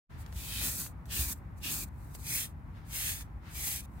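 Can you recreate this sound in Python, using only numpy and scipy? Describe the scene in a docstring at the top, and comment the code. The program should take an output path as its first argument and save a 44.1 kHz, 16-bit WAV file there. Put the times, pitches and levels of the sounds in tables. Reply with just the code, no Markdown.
"""A plastic bristle brush sweeps a horse's coat in a stable: three strokes down a leg, three on the flank.
Friction excites countless flicks of bristle on hair, which superpose into a bright swish; hard
rubbing adds rasp and sizzle. Light impacts tick and thud, and the arm rustles between strokes.
A low rumble and a dull wash of air lie underneath. Two microphones hear it all from close by."""
import sys
import numpy as np
from scipy import signal
from scipy.fft import rfft, irfft
from scipy.io import wavfile
from scipy.ndimage import uniform_filter1d

SR = 44100
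rng = np.random.default_rng(int(sys.argv[2]) if len(sys.argv) > 2 else 0)


def wrap_up_sound(samples):
    """Save the sound to the file named by the first command line argument, as 16-bit audio."""
    columns = np.atleast_2d(samples).T
    # keep every value between -1 and 1, then stretch to whole-number steps
    tamed = np.clip(columns, -1, 1)
    steps = np.round(tamed * 32767).astype(np.int16)
    wavfile.write(sys.argv[1], SR, steps)


N = 176400
TIME = np.arange(N) / SR

# Rubbing envelopes, one per stroke: t/s, level/dB
LEG_STROKES = [
    [(0.32, -66.5), (0.372, -48.5), (0.602, -39.5), (0.654, -33.5), (0.742, -39.5), (0.812, -37.5),
     (0.868, -45.5), (0.93, -74)],
    [(1.07, -71.5), (1.126, -39.5), (1.208, -34.5), (1.268, -39), (1.32, -37), (1.33, -37), (1.348, -62),
     (1.39, -75)],
    [(1.6, -75), (1.638, -44.5), (1.652, -41.5), (1.726, -36), (1.84, -41), (1.86, -64.5), (1.89, -65)],
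]
# Bristles biting early in each stroke: centre t/s, half-width/s, level/dB
RASPS = [(.42, 0.17, -50), (.595, 0.084, -40), (1.155, 0.077, -39.5), (1.672, 0.061, -40)]
# Spectral densities of swish and rasp: f/Hz, relative level/dB
LEG_SPECTRUM = [(280,0), (480,-15.5), (1650,-10), (2000,-11.5), (2480,-5), (3050,-15.5), (3550,-10.5),
                (3950,-6), (5200,-9.5), (6200,-4.5), (8000,-1), (10000,-5), (15500,-4.5)]
RASP_SPECTRUM = [(600, -23.5), (1300, -21), (1800, -4.5), (2050, -11.5), (2550, 4), (3150, -3),
                 (3800, -0.5), (4700, -4.5), (5600, -7), (9000, -15), (16000, -26)]
# Stereo field at the leg: f/Hz, coherence (0-1), left phase lead/rad, left-right level/dB
LEG_STEREO = [(200,0.92,-1,2.5), (700,0.65,-0.76,-2), (1620,0.3,0,-6.5), (2860,.58,-2.8,0.5),
              (3250,0.8,0.5,-0.8), (4560,0,-4.5,6.5), (5600,0.3,-3.5,4), (6500,0,-2.1,1), (7700,1,-1.5,-2),
              (9700,0.73,-0.6,1)]
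def leg_strokes(friction, swish_db=0.94, full_bite_db=-47):
    """Sliding friction: a thin swish follows the rubbing, with a rasp where the bristles bite."""
    rub = sum(map(envelope, LEG_STROKES))
    bite = np.minimum(rub / amp(full_bite_db), 1)
    swish = amp(swish_db) * rub * stereo(friction, LEG_SPECTRUM, LEG_STEREO)
    rasp = bite * swells(RASPS) * stereo(bristles(), RASP_SPECTRUM, LEG_STEREO)
    return swish + rasp


# Rubbing envelopes, one per stroke: t/s, level/dB
FLANK_STROKES = [
    [(2.19, -63), (2.216, -59.5), (2.274, -40.5), (2.352, -34), (2.428, -38.5), (2.458, -44.5),
     (2.48, -58.5), (2.53, -77)],
    [(2.85, -72), (2.948, -38), (3.104, -36), (3.196, -48.5), (3.222, -49), (3.242, -69), (3.27, -76.5)],
    [(3.45, -78), (3.562, -43.5), (3.676, -35), (3.768, -40), (3.806, -46), (3.82, -59), (3.852, -59.5),
     (3.86, -64)],
]
# Spectral density of the swish: f/Hz, relative level/dB
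FLANK_SPECTRUM = [(250,-11), (500,-18.5), (1300,-11.5), (1550,-10.5), (1900,-4), (2450,-2.5), (2950,-7),
                  (3350,-4), (4600,-8), (6500,-2.5), (7400,-4.5), (8400,-1.5), (10000,-4.5), (15500,-6.5)]
# Low-treble boost or cut, one per stroke: level/dB
FLANK_BODY = [1, 2.5, -1]
# Stereo field at the flank: f/Hz, coherence (0-1), left phase lead/rad, left-right level/dB
FLANK_STEREO = [(200,0.7,0.7,3), (726,1,-0.75,-4), (1680,0.24,-4,-3.5), (2700,0.41,-2,-1),
                (3540,0.51,-2.5,1.5), (4900,0.45,-.5,6.5), (5540,0.8,-3,2), (6600,0.3,-2.5,2.5),
                (7440,1,-1.5,-1), (9700,0.64,-1,1)]
def flank_strokes(friction, swish_db=1.5, body_hz=2100, body_octaves=0.65):
    """Source and filter: friction noise takes a fuller spectrum on the flank, varied for each stroke."""
    hz, db = np.transpose(FLANK_SPECTRUM)
    body = np.exp(-(np.log2(hz / body_hz) / body_octaves) ** 2)
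    out = np.zeros((2, N))
    for stroke, body_db in zip(FLANK_STROKES, FLANK_BODY):
        spectrum = np.column_stack([hz, db + body_db * body])
        out += envelope(stroke) * stereo(friction, spectrum, FLANK_STEREO)
    return amp(swish_db) * out


def bristles(flicks_per_s=12000, spread_db=2.8, chatter_db=0.69, chatter_hz=70):
    """Shot noise: random flicks of bristle tips add to the hiss of sliding hair at equal power."""
    sizes = amp(spread_db * np.minimum(rng.exponential(1, (2, N)), 5))
    signs = rng.choice([-1, 1], (2, N))
    flicks = sizes * signs * (rng.random((2, N)) < flicks_per_s / SR)
    hiss = rng.standard_normal((2, N))
    friction = np.sqrt(0.5) * (unit_rms(flicks) + hiss)
    return tufts(friction) * amp(chatter_db * wander(chatter_hz))


# Depth of the shifting resonances: f/Hz, rms level swing/dB
TUFT_DEPTH = [(800, 1.8), (2500, 3.0), (8000, 1.8), (15000, 1.4)]
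def tufts(pair, frame=1024):
    """Random amplitude modulation: narrow bands swell and fade as different tufts take hold."""
    hz, _, bands = signal.stft(pair, SR, nperseg=frame)
    patches = uniform_filter1d(rng.standard_normal(bands.shape[1:]), size=5, axis=0)  # over frequency
    patches = uniform_filter1d(patches, size=12, axis=1)  # over time
    depth_db = at_frequencies(TUFT_DEPTH, hz)[0][:, None]
    return signal.istft(bands * amp(depth_db * unit_rms(patches)), nperseg=frame)[1][:, :N]


# Spectral density of the sizzle: f/Hz, relative level/dB
SIZZLE_SPECTRUM = [(3000, -29), (7000, -7), (11000, -8), (16000, -6.5)]
def sizzle(level_db=-31.5, reference_db=-33, exponent=1.7):
    """Power-law growth: with harder rubbing, a fine hiss rises faster than the swish."""
    rub = sum(map(envelope, LEG_STROKES + FLANK_STROKES))
    gain = amp(level_db) * (rub / amp(reference_db)) ** exponent
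    return gain * stereo(bristles(), SIZZLE_SPECTRUM, LEG_STEREO)


# Grazes of the coat and rustles of the arm: centre t/s, half-width/s, level/dB
GRAZES = [(.21, 0.025, -56.5), (.30, 0.044, -67.5), (1.064, 0.0078, -59), (1.385, .03, -73),
          (1.585, .016, -61.5), (2.05, 0.095, -65), (2.154, 0.009, -48), (2.18, 0.059, -58),
          (3.98, .08, -70)]
RUSTLES = [(.12, 0.075, -67.5), (.23, 0.12, -62.5), (2.775, .025, -66.5), (2.87, 0.14, -65.5),
           (3.24, 0.072, -72), (3.49, 0.053, -55), (4.0, 0.032, -66)]
# Spectral density of the rustle: f/Hz, relative level/dB
RUSTLE_SPECTRUM = [(300, -19), (1500, 10.5), (2400, 4.5), (4500, -2.5), (8000, -12), (16000, -16)]
def touches(friction):
    """Light friction: bristles graze the coat and the arm rustles as the brush is brought back."""
    cloth = stereo(rng.standard_normal((2, N)), RUSTLE_SPECTRUM, ROOM_STEREO)
    coat = stereo(friction, LEG_SPECTRUM, LEG_STEREO)
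    return swells(GRAZES) * coat + swells(RUSTLES) * cloth


# Light knocks of the brush: t/s, level/dB
TICKS = [(.263, -46), (.326, -46.5), (.616, -37), (.864, -43), (1.056, -51.5), (2.15, -43), (3.209, -45.5)]
# Spectral density of a knock: f/Hz, relative level/dB
TICK_SPECTRUM = [(150, -8), (800, 0), (2500, -3), (5000, -6), (9000, -12), (16000, -22)]
def ticks(decay_s=0.0025):
    """Impact transients: each knock is a broadband burst that decays exponentially, with no ring."""
    gain = sum(amp(db) * (TIME > s) * np.exp(-abs(TIME - s) / decay_s) for s, db in TICKS)
    return gain * stereo(rng.standard_normal((2, N)), TICK_SPECTRUM, ROOM_STEREO)


# Bumps of the brush against the leg: t/s, level/dB
BUMPS = [(0.359, -25.5), (1.192, -21), (1.265, -28)]
def bumps(hz=65, rise_s=0.0042, decay_s=0.022):
    """Damped oscillation: each bump excites a few cycles of a deep thud."""
    out = np.zeros(N)
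    for onset, db in BUMPS:
        age = np.maximum(TIME - onset, 0)
        gain = amp(db) * (1 - np.exp(-age / rise_s)) * np.exp(-age / decay_s)
        out += gain * np.cos(2 * np.pi * hz * age)
    return out


# Background envelope, a little stronger down by the leg: t/s, level/dB
ROOM_LEVEL = [(0, -43.5), (1.6, -43.5), (2.0, -44), (4, -44.5)]
# Spectral density of the background: f/Hz, relative level/dB
ROOM_SPECTRUM = [(20,-22), (32,-14.5), (48,-1.5), (62,2.5), (85,-4), (105,-5.5), (150,-9), (210,-17),
                 (280,-20), (370,-28.5), (520,-32), (950,-26.5), (1500,-33.5), (2100,-38), (3200,-52.5),
                 (6000,-60), (16000,-60.5)]
# Stereo field of the stable: f/Hz, coherence (0-1), left phase lead/rad, left-right level/dB
ROOM_STEREO = [(60, 0.94, 0.015, 1.6), (265, 0.75, 0, 0.5), (685, 0.17, 0, -0.5), (1400, 0, 0, 1.5),
               (6000, .2, 0, 1.5)]
def stable(waver_db=0.6, waver_hz=9):
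    """Ambient noise: energy concentrated in the bass gives a gently wavering rumble under dull air."""
    level_db = np.interp(TIME, *np.transpose(ROOM_LEVEL)) + waver_db * wander(waver_hz)
    return amp(level_db) * stereo(rng.standard_normal((2, N)), ROOM_SPECTRUM, ROOM_STEREO)


def stereo(pair, spectrum, field, mono_above_hz=10400):
    """Partial coherence: two noises are blended and filtered into left and right, at unit rms."""
    f = np.fft.rfftfreq(N, 1 / SR)
    common, separate = rfft(pair)
    coherence, lead, balance_db = at_frequencies(field, f)
    width = np.clip((mono_above_hz - f) / 500, 0, 1)
    coherence = 1 - width * (1 - np.clip(coherence, 0, 1))
    lead, balance_db = width * lead, width * balance_db
    blend = coherence * common + np.sqrt(1 - coherence ** 2) * separate
    left = common * amp(balance_db / 2)
    right = blend * np.exp(-1j * lead) * amp(-balance_db / 2)
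    colour = amp(at_frequencies(spectrum, f)[0])
    return unit_rms(irfft(np.array([left, right]) * colour, N))


def envelope(stroke):
    """Amplitude envelope of a stroke: piecewise linear in decibels, zero outside it."""
    t, db = np.transpose(stroke)
    return amp(np.interp(TIME, t, db)) * (TIME > t[0]) * (TIME < t[-1])


def swells(rows):
    """Superposed Gaussian envelopes, each falling to 1/e at its half-width."""
    return sum(amp(db) * np.exp(-((TIME - centre) / half) ** 2) for centre, half, db in rows)


def wander(cutoff_hz):
    """Low-pass noise: a random fluctuation of unit rms."""
    f = np.fft.rfftfreq(N, 1 / SR)
    return unit_rms(irfft(rfft(rng.standard_normal(N)) / (1 + (f / cutoff_hz) ** 4), N))


def at_frequencies(table, hz):
    """Interpolation of each column on a logarithmic frequency axis."""
    f, *columns = np.transpose(table)
    return [np.interp(np.log(hz + 1), np.log(f + 1), column) for column in columns]


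def amp(db):
    """Amplitude ratio of a level in decibels."""
    return 10 ** (np.asarray(db) / 20)


def unit_rms(x):
    """Normalisation to unit mean power."""
    return x / np.sqrt(np.mean(x ** 2) + 1e-20)


def scene():
    """Linear superposition: all sources add at the two microphones."""
    friction = bristles()
    brush = leg_strokes(friction) + flank_strokes(friction) + touches(friction) + sizzle()
    return brush + ticks() + bumps() + stable()


def record(dry, start_s=0.093, fade_s=0.015, low_cut_hz=34.5, high_cut_hz=15850):
    """Band limiting: the sound fades in after a brief silence and loses its deepest bass and top treble."""
    opened = dry * np.clip((TIME - start_s) / fade_s, 0, 1)
    highpass = signal.butter(3, low_cut_hz, "highpass", fs=SR, output="sos")
    lowpass = signal.firwin(511, high_cut_hz, window=("kaiser", 9), fs=SR)
    return signal.oaconvolve(signal.sosfiltfilt(highpass, opened), lowpass[None], "same")


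dry = scene()
out = record(dry)
wrap_up_sound(out)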